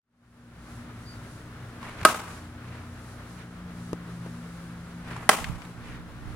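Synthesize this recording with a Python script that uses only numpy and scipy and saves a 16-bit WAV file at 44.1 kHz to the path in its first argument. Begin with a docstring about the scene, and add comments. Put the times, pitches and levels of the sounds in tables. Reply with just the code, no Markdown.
"""A low rumble, far traffic and fine hiss fade in, with mains hum, a distant motor and one bird chirp.
Then come two softball swings on a clay infield: a shoe scuffs by friction, the impact excites the
bat's modes with a sharp crack, and the dugout and buildings reflect it. Small knocks and thuds fall
around the swings, and near the end a light breeze buffets the microphone from the right."""
import sys
import numpy as np
from scipy import signal
from scipy.fft import rfft, irfft, next_fast_len
from scipy.io import wavfile
from scipy.ndimage import map_coordinates

SR = 44100
rng = np.random.default_rng(int(sys.argv[2]) if len(sys.argv) > 2 else 0)


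def pcm_store(signal):
    """Save signal as 16-bit PCM."""
    levels = np.round(np.clip(np.atleast_2d(signal), -1, 1) * 32767)
    wavfile.write(sys.argv[1], SR, levels.astype(np.int16).T)


N = 280035
TIME = np.arange(N) / SR


def from_db(db):
    """Amplitude ratio of a level in decibels."""
    return 10 ** (np.asarray(db) / 20)


def at_hz(points, hz):
    """Interpolation on a log-frequency axis."""
    f, value = np.transpose(points)
    return np.interp(np.log(np.maximum(hz, 1)), np.log(f), value)


def pan(db):
    """Level difference, left minus right, as two gains."""
    return from_db(np.array([[db], [-db]]) / 2)


def add(out, s, sound):
    """Superposition of a sound starting at s seconds."""
    i = int(round(s * SR))
    out[..., i:i + sound.shape[-1]] += sound[..., :N - i]


def decay(t, t60):
    """Exponential damping: 60 dB down after t60 seconds."""
    return np.exp(-np.log(1000) * t / t60)


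def swell(s, rise_s, fall_s):
    """Gaussian envelope of height 1 at s seconds."""
    return np.exp(-2 * ((TIME - s) / np.where(TIME < s, rise_s, fall_s)) ** 2)


def drift(rate):
    """Smooth random modulation of spread near 1, with rate new values a second."""
    knots = rng.standard_normal(1000)
    coarse = TIME[::20]
    return np.interp(TIME, coarse, map_coordinates(knots, [coarse * rate + 10], order=2, mode="wrap"))


# Likeness of the two channels: (frequency [Hz], correlation [0-1])
COHERENCE = [(25, 0.64), (60, 1), (130, 0.99), (290, 1), (640, 0.75), (1400, 0.71), (3100, 0.031),
             (12000, 0.029)]

def noise(spectrum, size=N):
    """Partly coherent stereo noise of rms 1; the spectrum sets only its colour."""
    n = next_fast_len(size)
    hz = np.arange(n // 2 + 1) * SR / n
    alike = at_hz(COHERENCE, hz)
    mid, side = rfft(rng.standard_normal((2, n)))
    both = np.sqrt(1 + alike) * mid + np.sqrt(1 - alike) * side * [[1], [-1]]
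    coloured = irfft(both * from_db(at_hz(spectrum, hz)) * (hz > 10), n)[:, :size]
    return coloured / np.sqrt(np.mean(coloured ** 2) + 1e-20)


# Background spectra: (frequency [Hz], relative density [dB])
RUMBLE_SPECTRUM = [(20, -8.5), (35, -8), (55, -0.5), (100, 1.5), (150, 1.5), (220, -3.5), (320, -11),
                   (500, -29), (1000, -53)]
TRAFFIC_SPECTRUM = [(150, -9.5), (330, 2), (600, -1), (900, -2.5), (1350, 1), (1800, -3.5), (2500, -9.5),
                    (4000, -15), (8000, -30.5)]
HISS_SPECTRUM = [(1500, -20), (4000, 0), (6000, 0), (8500, -1), (10700, 0), (12000, -11), (16000, -17)]

def ambience(rumble_db=-49, traffic_db=-49.5, hiss_db=-61):
    """Broadband noise: rumble, far traffic and hiss each wander about a steady level."""
    rumble = from_db(rumble_db - 0.6 * drift(4.2)) * noise(RUMBLE_SPECTRUM)
    traffic = from_db(traffic_db + 1.12 * drift(20)) * noise(TRAFFIC_SPECTRUM)
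    hiss = from_db(hiss_db + 2.5 * drift(9)) * noise(HISS_SPECTRUM)
    return rumble + traffic + hiss


# Partials of the hum: (frequency [Hz], level [dB])
MAINS_PARTIALS = [(59.8, -58), (119.6, -50), (180, -61), (240, -52), (300.5, -59)]

def mains_hum(waver_db=3.0, waver_hz=1.37):
    """A near-harmonic series on the mains frequency, wavering on its way through the air."""
    tone = 0
    for hz, db in MAINS_PARTIALS:
        level = from_db(db + waver_db * drift(6.6))
        phase = 2 * np.pi * np.cumsum(hz + waver_hz * drift(11)) / SR
        tone += level * np.sin(phase)
    return np.sqrt(2) * tone


# The motor slows and settles: (time [s], firing rate [Hz])
MOTOR_SPEED = [(.9, 115.2), (1.5, 95.5), (2.0, 84), (3.15, 90), (4.0, 86.9), (4.3, 86.1), (6.35, 86.2)]
# Its swells: (harmonic [number], level [dB], peak time [s], rise [s], fall [s])
HARMONIC_SWELLS = [(1, -50, 0.98, .4, .8), (1, -46.5, 2.7, 1.1, 0.8), (2, -41.5, 3.806, 0.53, 2.66)]

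def motor(floor_db=-58.5, waver_db=1.0, hunt_hz=0.41):
    """Periodic firing: a far motor hunts about its speed while two harmonics swell and sink."""
    firing_hz = np.interp(TIME, *np.transpose(MOTOR_SPEED)) + hunt_hz * drift(5)
    phase = 2 * np.pi * np.cumsum(firing_hz) / SR
    tone = 0
    for k in (1, 2):
        level = sum(from_db(db) * swell(s, rise_s, fall_s)
                    for harmonic, db, s, rise_s, fall_s in HARMONIC_SWELLS if harmonic == k)
        tone += np.hypot(from_db(floor_db), level) * np.sin(k * phase)
    return np.sqrt(2) * tone * from_db(waver_db * drift(8.7))


def bird(peak_s=1.087, db=-49, pitch_hz=4700, glide_hz_per_s=500, rough_hz=70):
    """Frequency modulation: one thin, far chirp glides upward with a slight roughness."""
    hz = pitch_hz + glide_hz_per_s * (TIME - peak_s) + rough_hz * drift(500)
    envelope = from_db(db) * swell(peak_s, rise_s=0.036, fall_s=0.082)
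    return envelope * np.sin(2 * np.pi * np.cumsum(hz) / SR)


# Shoes on clay: (peak time [s], rise and fall [s], sole level [dB], grit level [dB])
SHOE_SLIDES = [(1.839, 0.05, -44.5, -55), (1.89, 0.059, -43, -52), (2.009, 0.083, -41.5, -48),
               (2.323, 0.14, -47, -59), (2.738, 0.16, -51, -55.5), (3.201, 0.028, -50, -68),
               (3.409, 0.049, -55, -53.5), (5.111, 0.096, -42.5, -48.5), (5.226, 0.081, -41.5, -58),
               (5.902, 0.12, -50, -51)]
# Spectra of sole and sliding grit: (frequency [Hz], relative density [dB])
SOLE_SPECTRUM = [(100, 6.5), (500, -1.5), (1100, 1), (1800, -1.5), (3200, -15.5), (5000, -22.5),
                 (10000, -21), (16000, -38)]
GRIT_SPECTRUM = [(900, -25), (1700, 0), (2400, 0), (3300, -8), (4500, -12), (10000, -31), (16000, -50)]

def scuffs(sole_grain_db=2.0, grit_grain_db=2.5):
    """Sliding friction: grainy swells of noise as the batter strides and returns to the stance."""
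    sole_level = sum(from_db(db) * swell(s, width, width) for s, width, db, _ in SHOE_SLIDES)
    grit_level = sum(from_db(db) * swell(s, width, width) for s, width, _, db in SHOE_SLIDES)
    sole = sole_level * from_db(sole_grain_db * drift(160)) * noise(SOLE_SPECTRUM)
    grit = grit_level * from_db(grit_grain_db * drift(150)) * noise(GRIT_SPECTRUM)
    return sole + grit


# Hard contacts: (time [s], level [dB], centre [Hz], t60 [s], left-right [dB])
HARD_IMPACTS = [(1.8290, -37.5, 1100, 0.058, 1), (2.013, -34, 1500, .03, 8), (2.0315, -32, 1700, 0.023, -2),
                (2.2020, -31.5, 1000, 0.028, 0), (2.2790, -38.5, 1300, 0.027, 2),
                (3.9308, -35, 980, 0.017, 16), (4.2620, -40, 750, 0.024, 3),
                (5.1635, -35.5, 1200, 0.047, 1), (5.4427, -26, 2176, 0.034, 0.5),
                (5.6191, -41.5, 2240, 0.034, 12), (5.6515, -41, 1618, 0.023, -4)]

def knocks(skirt_db=-13, top_db=-26):
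    """Impact transients: each small knock is a damped burst of noise with one broad peak."""
    out, t = np.zeros((2, N)), TIME[:int(0.3 * SR)]
    for s, db, hz, t60, side_db in HARD_IMPACTS:
        colour = [(hz / 4, skirt_db), (hz, 0), (hz * 2, skirt_db), (10000, top_db), (13000, 2 * top_db)]
        add(out, s, from_db(db) * pan(side_db) * decay(t, t60) * noise(colour, len(t)))
    return out


# Soft contacts: (time [s], level [dB], frequency [Hz], t60 [s], left-right [dB], tick level [dB])
SOFT_IMPACTS = [(2.0226, -26.5, 108, 0.026, 0, -60), (3.9310, -17, 365, 0.0056, -2, -36),
                (3.9376, -32, 380, 0.0037, 17, -60), (4.2620, -31, 433, 0.0068, 5, -55),
                (5.4966, -28, 128, 0.017, -22, -58), (5.526, -30, 85, 0.023, 8, -60)]

def thuds(tick_t60=0.0054):
    """Heavily damped oscillation: each thud is a brief low tone with a tick of grit."""
    out, t = np.zeros((2, N)), TIME[:int(0.3 * SR)]
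    for s, db, hz, t60, side_db, tick_db in SOFT_IMPACTS:
        push = t * decay(t, t60)   # a soft contact builds before it dies
        add(out, s, from_db(db) * pan(side_db) * push / push.max() * np.sin(2 * np.pi * hz * t))
        add(out, s, from_db(tick_db) * decay(t, tick_t60) * noise(HISS_SPECTRUM, len(t)))
    return out


# Modes of bat and ball: (frequency [Hz], t60 [s], level on the sweet spot [dB], level off it [dB])
BAT_MODES = [(205, 0.028, -15, -14.5), (348, 0.046, -13, -27), (436, 0.05, -18.5, -19),
             (626, 0.042, -5.5, -10), (797, 0.033, -12, -5.5), (1100, 0.03, -0.5, -6),
             (1277, 0.1, -4.5, -23.5), (1360, 0.017, -31, -3.5), (1596, 0.026, -2, -6.5),
             (1979, 0.017, -8.5, 1), (2313, 0.022, -15, -29), (2815, 0.059, -22.5, -36),
             (3124, 0.016, -35, -7), (4670, 0.019, -27.5, -13)]
# Radiation to the two sides: (frequency [Hz], left-right [dB])
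BAT_DIRECTIVITY = [(600, -2), (1200, -2), (1900, -4), (2500, 5), (4800, 1)]
# Crack of contact: (frequency [Hz], relative density [dB])
CRACK_SPECTRUM = [(200, -28), (1500, 11.5), (3000, -0.5), (5000, 1), (7500, -3), (9800, 2.5), (12000, -8),
                  (16000, -13)]

def bat(miss, crack_db, ground_db, crack_t60=0.007, sizzle_db=-16, sizzle_t60=0.059,
        ground_s=0.0042, contact_s=0.0013):
    """Modal excitation: the contact point weights the modes; the crack reflects off the ground."""
    t = TIME[:int(0.3 * SR)]
    ring = np.zeros((2, len(t)))
    for k, (hz, t60, sweet_db, off_db) in enumerate(BAT_MODES):
        skew = 0.25 * rng.choice([-1, 1]) * np.array([[1], [-1]])   # left and right slightly apart in phase
        gain = (-1) ** k * from_db(sweet_db + miss * (off_db - sweet_db))
        ring += gain * pan(at_hz(BAT_DIRECTIVITY, hz)) * decay(t, t60) * np.sin(2 * np.pi * hz * t + skew)
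    ring *= 1 - np.exp(-t / contact_s)   # the ball squashes before it pushes fully
    snap = decay(t, crack_t60)
    bounce = np.interp(t - ground_s, t, snap, left=0)
    crack = from_db(crack_db) * (snap + from_db(ground_db) * bounce)
    sizzle = from_db(sizzle_db) * decay(t, sizzle_t60)
    return ring + (crack + sizzle) * noise(CRACK_SPECTRUM, len(t)) * pan(1.6)


# Decay of the far tail: (frequency [Hz], t60 [s])
TAIL_T60 = [(100, 1), (1200, 0.97), (3000, 0.8), (9000, 0.67), (16000, 0.6)]

def scatter(spectrum, near_db=-14, near_t60=0.15, far_db=-29, build_s=0.043, lumps_db=2.0):
    """Diffuse reflection from fence and dugout, then a faint tail that loses its treble first."""
    t = TIME[:SR]
    out, edges_hz = np.zeros((2, len(t))), np.geomspace(80, 18000, 9)
    noises = [noise(spectrum, len(t)) for _ in range(2)]   # adjacent bands are independent
    near = from_db(near_db) * decay(t, near_t60)
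    for k, (low, high) in enumerate(zip(edges_hz, edges_hz[1:])):
        band = signal.sosfilt(signal.butter(2, [low, high], "band", fs=SR, output="sos"), noises[k % 2])
        far = from_db(far_db) * decay(t, at_hz(TAIL_T60, np.sqrt(low * high)))
        out += band * (near + far)
    onset = np.minimum(t / build_s, 1)
    return out * onset * from_db(lumps_db * drift(125.8)[:len(t)]) * pan(1.8)


# Bat on ball: (time [s], gain [dB], miss of the sweet spot [0-1], crack level [dB],
# ground reflection relative to the crack [dB], scattered crack gain [dB])
BAT_HITS = [(2.0505, 1, 0.05, -3, -12, -1.5), (5.2914, 1, 1.0, -10, 5.5, -1)]
# Reflections from walls and posts: (delay [s], gain [dB], left-right [dB])
WALL_ECHOES = [(.0168, -24, 1), (.0235, -23, 1), (.0380, -20, 5), (.0505, -26, 3), (.0945, -24.5, 0)]
# Spectra of the field's impulse response and the scattered crack: (frequency [Hz], relative density [dB])
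FLAT_SPECTRUM = [(20, 0), (20000, 0)]
SCATTER_SPECTRUM = [(80, -15.5), (200, 1.5), (400, -1), (680, 0.5), (1200, 7), (1700, -3.5), (2600, -1),
                    (4000, -8), (7000, -7.5), (10000, -7), (12000, -12), (16000, -19)]

def swings(wall_cut_hz=3500, response_db=-33):
    """Multipath propagation: each hit arrives directly, as duller echoes and as diffuse scatter."""
    out = np.zeros((2, N))
    field_response = from_db(response_db) * scatter(FLAT_SPECTRUM)
    for s, db, miss, crack_db, ground_db, scatter_db in BAT_HITS:
        direct = from_db(db) * bat(miss, crack_db, ground_db)
        add(out, s, direct)
        dulled = signal.lfilter(*signal.butter(1, wall_cut_hz, fs=SR), direct)
        for delay, echo_db, side_db in WALL_ECHOES:
            add(out, s + delay, from_db(echo_db) * pan(side_db) * dulled)
        add(out, s, signal.fftconvolve(dulled, field_response, axes=1))
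        add(out, s, from_db(scatter_db) * scatter(SCATTER_SPECTRUM))
    return out


# Gusts on the microphone: (peak time [s], level [dB], rise and fall [s])
WIND_GUSTS = [(5.48, -43, 0.16), (5.943, -49, 0.28), (6.284, -44, 0.13)]
# Their pressure spectrum: (frequency [Hz], relative density [dB])
BUFFET_SPECTRUM = [(20, 5), (45, 7), (90, 7), (160, 2.5), (300, -15.5), (800, -71)]

def wind(lumps_db=1.5, side_db=-13.5):
    """Turbulence: light gusts from the right buffet each microphone port independently."""
    level = sum(from_db(db) * swell(s, width, width) for s, db, width in WIND_GUSTS)
    ports = np.array([noise(BUFFET_SPECTRUM)[0] for _ in range(2)])
    return ports * level * from_db(-lumps_db * drift(16)) * pan(side_db)


def scene(lag_samples=3):
    """Superposition: the batter against a background that reaches the left port first."""
    left, right = ambience() + mains_hum() + motor() + bird()
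    background = np.array([left, np.pad(right, (lag_samples, 0))[:N]]) * pan(1.0)
    return background + swings() + scuffs() + knocks() + thuds() + wind()


def record(dry, ceiling=1.04, fade_s=0.76, fade_power=1.88, cutoff_hz=15900):
    """Saturation: the hits overload the input; the sound fades in and a low-pass cuts the top."""
    rounded = dry / (1 + (dry / ceiling) ** 4) ** (1 / 4)
    fade = np.minimum(TIME / fade_s, 1) ** fade_power
    low_pass = signal.ellip(10, 0.1, 80, cutoff_hz, fs=SR, output="sos")
    return signal.sosfilt(low_pass, fade * rounded)


dry = scene()
out = record(dry)
pcm_store(out)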